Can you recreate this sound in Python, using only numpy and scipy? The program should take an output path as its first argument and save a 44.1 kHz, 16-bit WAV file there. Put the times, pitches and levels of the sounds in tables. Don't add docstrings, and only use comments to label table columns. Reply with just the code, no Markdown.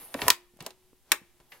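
import sys
import numpy as np
from scipy import signal
from scipy.fft import rfft, irfft
from scipy.io import wavfile

SR = 44100
rng = np.random.default_rng(int(sys.argv[2]) if len(sys.argv) > 2 else 0)


def log_audio(samples):
    frames = np.atleast_2d(samples).T
    limited = np.clip(frames, -1, 1)
    pcm = np.round(limited * 32767).astype(np.int16)
    wavfile.write(sys.argv[1], SR, pcm)


N = 70560
T = np.arange(N) / SR
HZ = np.maximum(np.fft.rfftfreq(N, 1 / SR), 1)
HIT_SAMPLES = 8192
HIT_T = np.arange(HIT_SAMPLES) / SR
HIT_HZ = np.maximum(np.fft.rfftfreq(HIT_SAMPLES, 1 / SR), 1)

HIT_BANDS_HZ = [120, 400, 720, 1100, 2000, 3700, 11000]
# start_s, treble_t60_s, level_db in each of the seven bands, left_over_right_db
LATCH_SNAPS = [(0.2809, 0.02, -50, -35, -25, -23, -28, -28.5, -19.5, 0.5),
               (0.302, 0.018, -50.5, -40, -37, -28.5, -26, -15.5, -19, 1),
               (1.1179, .021, -61, -38.5, -37, -29.5, -23, -22.5, -20.5, 2)]
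# start_s, treble_t60_s, level_db in each of the seven bands
LID_KNOCKS = [(0.1413, 0.011, -71.5, -49, -44.5, -44, -38.5, -41.5, -45.5),
              (.1890, 0.053, -64, -45.5, -40, -44.5, -42.5, -48.5, -80),
              (0.217, .026, -56.5, -45.5, -39.5, -40, -34, -30.5, -52),
              (0.57, .012, -88.5, -80, -79, -83, -78, -80, -65),
              (0.6043, 0.039, -65, -62.5, -50, -55, -51.5, -44.5, -55.5),
              (0.6236, 0.017, -59, -53.5, -57, -82, -75, -65, -52.5),
              (0.663, 0.022, -66, -42, -41, -47, -51.5, -39.5, -41),
              (.7050, .025, -68, -72, -54, -65, -63.5, -52, -60),
              (1.4, 0.052, -64, -66, -62.5, -66.5, -68.5, -67, -72.5),
              (1.519, .07, -78, -74.5, -65.5, -57.5, -47, -53.5, -68)]
# pitch_hz, t60_s, gain_db relative to the contact chatter
CASING_MODES = [(265, 0.013, -11.5), (353, 0.044, -1.5), (500, 0.09, -10), (985, 0.021, 3.5),
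                (1130, 0.058, -4.5), (1274, .025, -12), (1770, 0.0072, -0.5), (2287, 0.018, -4.5),
                (2727, .02, -0.5), (3440, .015, -7), (8800, .006, -6.5), (12700, 0.0014, -6)]
# start_s, pitch_hz, level_db
HOLLOW_RINGS = [(.303, 355.3, -57.5), (.663, 368.9, -62.5), (1.119, 347, -63.5)]
# start_s, pitch_hz, t60_s, level_db
PALM_THUDS = [(0.147, 544, 0.025, -34), (0.1504, 274.6, 0.034, -33.5), (.164, 267.9, 0.11, -41),
              (0.2227, 285.4, .03, -35), (.235, 85, .07, -38), (.254, 75, .06, -42),
              (0.24, 370.6, 0.01, -42.5), (0.2663, 650, 0.024, -36), (.275, 520, .025, -35.5),
              (0.537, 219.4, 0.03, -62), (0.564, 216, 0.047, -61), (0.59, 597, 0.02, -58),
              (0.608, 155, .08, -44.5), (.930, 283.6, 0.02, -58), (1.215, 200, 0.052, -55)]
# time_s, level_db
RUB_LEVELS = [(0, -53.5), (.03, -54), (.075, -58), (.13, -57.5), (.18, -48), (.2, -46.5), (.23, -38),
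              (.275, -42), (.31, -57), (.5, -81.5), (.585, -71), (.61, -56), (.66, -53.5), (.74, -71),
              (1.02, -80), (1.11, -60), (1.3, -73.5), (1.5, -72.5), (1.54, -56), (1.6, -66.5)]
# frequency_hz, gain_db
RUB_EQ = [(30, -10.5), (150, -1), (330, 0), (800, 3.5), (1500, -4.5), (3000, -6), (6000, -12), (16000, -20)]
# time_s, lowest_band_hz, level_db
SWISH_PATH = [(0, 10850, -49), (0.049, 10370, -46), (.1, 9220, -55.5), (0.152, 8810, -51.5),
              (0.189, 9160, -49.5), (.22, 11100, -39.5), (.245, 11700, -45), (0.281, 10180, -40.5),
              (0.331, 8720, -55.5), (.4, 9500, -87), (1.471, 11070, -79.5), (1.519, 11500, -58),
              (1.6, 11000, -68)]
# ratio_to_lowest, gain_db
SWISH_BANDS = [(1, 0), (1.08, -5), (1.15, -6), (1.26, -3), (1.39, -8)]
# frequency_hz, gain_db
SWISH_EQ = [(30, -44.5), (4000, -16.5), (8000, -5.5), (11500, 15), (16000, 7.5)]
# frequency_hz, gain_db
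ROOM_EQ = [(30, -1), (250, 1.5), (700, 1.5), (2000, 3.5), (5000, -2.5), (16000, -2)]
# frequency_hz, gain_db
LATE_EQ = [(2500, 2), (8000, -9)]
# frequency_hz, gain_db
ROOM_NOISE_EQ = [(20, 5.5), (60, -8), (130, -8.5), (350, -14), (700, -27.5), (1500, -24), (3000, -21),
                 (6000, -23.5), (12000, -21.5), (16000, -26.5)]
# frequency_hz, side_over_mid_db
STEREO_WIDTH = [(30, -3), (300, -22.5), (1200, -13.5), (3500, -6.5), (8000, -1.5), (16000, -8)]


def latch_snaps():
    out = np.zeros((2, N))
    for start, t60, *levels, pan_db in LATCH_SNAPS:
        pan = undb([[pan_db / 2], [-pan_db / 2]])
        add(out, plastic_hit(t60, levels, attack_s=.00057) * pan, start)
    return out


def lid_knocks():
    out = np.zeros((2, N))
    for start, t60, *levels in LID_KNOCKS:
        add(out, plastic_hit(t60, levels, attack_s=.0012), start)
    return out


def plastic_hit(t60, levels_db, attack_s, hold_s=.00047, crossover_hz=910):
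    chatter = stereo_noise(HIT_SAMPLES) * np.minimum(HIT_T / attack_s, 1)
    bass_share = 1 / (1 + (HIT_HZ / crossover_hz) ** 2)
    bass = bass_share * rfft(chatter * fade(HIT_T - hold_s, 4 * t60))
    treble = (1 - bass_share) * rfft(chatter * fade(HIT_T - hold_s, t60))
    burst = bass + treble
    casing = 1 + sum(undb(db) * resonance(HIT_HZ, hz, np.log(1000) / np.pi / ring_s)
                     for hz, ring_s, db in CASING_MODES)
    return colour(irfft(burst * casing), band_eq(burst, levels_db))


def band_eq(burst, levels_db):
    centres = np.geomspace(60, 16000, 26)
    windows = np.exp(-((HIT_HZ - centres[:, None]) / (60 + centres[:, None] / 8)) ** 2)
    power = windows @ abs(burst.mean(axis=0)) ** 2 / windows.sum(axis=1)
    band_energy = power * np.maximum(centres, HIT_BANDS_HZ[0]) * 2 / SR
    wanted_db = np.interp(np.log(centres), np.log(HIT_BANDS_HZ), levels_db)
    gains_db = wanted_db - 10 * np.log10(band_energy / (.01 * SR))
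    return list(zip(centres, gains_db))


def hollow_ring(t60_s=1):
    out = np.zeros(N)
    for start, hz, db in HOLLOW_RINGS:
        age = T - start
        out += undb(db) * unit(np.sin(2 * np.pi * hz * age)) * fade(age, t60_s) * (age > 0)
    return out


def palm_thuds(attack_s=.00086, noise_gain=.87):
    out = np.zeros((2, N))
    for start, hz, t60, db in PALM_THUDS:
        band = resonance(HIT_HZ, hz, 2 * hz)
        noise = unit(irfft(rfft(rng.standard_normal(HIT_SAMPLES)) * band))
        envelope = fade(HIT_T, t60) * np.minimum(HIT_T / attack_s, 1)
        swing = (np.sin(2 * np.pi * hz * HIT_T) + noise_gain * noise) * envelope
        thud = unit(irfft(rfft(swing) * band))
        gain = undb(db) * np.sqrt(.01 * SR / HIT_SAMPLES)
        add(out, gain * thud[None], start)
    return out


def skin_rub():
    times, db = np.array(RUB_LEVELS).T
    return unit(colour(stereo_noise(N), RUB_EQ)) * undb(np.interp(T, times, db))


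def hand_swish(half_width_hz=110, broad_db=-1):
    times, hz, db = np.array(SWISH_PATH).T
    phase = 2 * np.pi * np.cumsum(np.interp(T, times, hz)) / SR
    bands = np.zeros(N)
    for ratio, band_db in SWISH_BANDS:
        slow = irfft(rfft(rng.standard_normal((2, N))) / (1 + (HZ / half_width_hz) ** 2))
        bands += undb(band_db) * np.real((slow[0] + 1j * slow[1]) * np.exp(1j * ratio * phase))
    broad = unit(colour(stereo_noise(N), SWISH_EQ))
    hiss = unit(bands) + undb(broad_db) * broad
    return unit(hiss) * undb(np.interp(T, times, db))


def room_reflections(close, delay_s=.0048, early_t60_s=.14, late_t60_s=.42):
    age = T - delay_s

    def decay(t60):
        scatter = stereo_noise(N) + .5 * rng.standard_normal((2, N))
        return unit(scatter * fade(age, t60) * (age > 0)) / np.sqrt(N)

    early = undb(-14) * decay(early_t60_s)
    late = undb(-30) * colour(decay(late_t60_s), LATE_EQ)
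    return signal.fftconvolve(close, colour(early + late, ROOM_EQ), axes=1)[:, :N]


def room_tone(noise_db=-66.5, hum_hz=364, hum_db=-79.5, waver_hz=27):
    waver = unit(irfft(rfft(rng.standard_normal(N)) * np.exp(-(HZ / waver_hz) ** 2)))
    hum = np.sin(2 * np.pi * np.cumsum(hum_hz * (1 + .012 * waver)) / SR)
    noise = colour(stereo_noise(N), ROOM_NOISE_EQ)
    return unit(noise) * undb(noise_db) + unit(hum) * undb(hum_db)


def undb(db):
    return 10 ** (np.asarray(db) / 20)


def unit(x):
    return x / np.sqrt(np.mean(x ** 2))


def fade(t, t60):
    return np.exp(-np.log(1000) * np.maximum(t, 0) / t60)


def colour(x, points):
    n = x.shape[-1]
    point_hz, db = np.array(points, float).T
    hz = np.maximum(np.fft.rfftfreq(n, 1 / SR), 1)
    gain = undb(np.interp(np.log(hz), np.log(point_hz), db))
    cepstrum = irfft(np.log(gain), n)
    cepstrum[1:n // 2] *= 2
    cepstrum[n // 2 + 1:] = 0
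    return irfft(rfft(x) * np.exp(rfft(cepstrum)), n)


def resonance(f, centre_hz, width_hz):
    return 1 / (1 + 1j * (f ** 2 - centre_hz ** 2) / (f * width_hz))


def stereo_noise(n):
    mid, side = rng.standard_normal((2, n))
    return mid + colour(side, STEREO_WIDTH) * np.array([[1], [-1]])


def add(out, x, start_s):
    i = int(start_s * SR)
    out[:, i:i + x.shape[1]] += x[:, :N - i]


def scene(right_lag_s=.000025):
    close = latch_snaps() + lid_knocks() + palm_thuds() + skin_rub() + hand_swish()
    close[1] = irfft(rfft(close[1]) * np.exp(-2j * np.pi * HZ * right_lag_s))
    return close + hollow_ring() + room_reflections(close) + room_tone()


def record(dry):
    low_pass = signal.ellip(10, .2, 80, 15800, fs=SR, output="sos")
    return signal.sosfilt(low_pass, np.clip(dry, -.92, .92))


dry = scene()
out = record(dry)
log_audio(out)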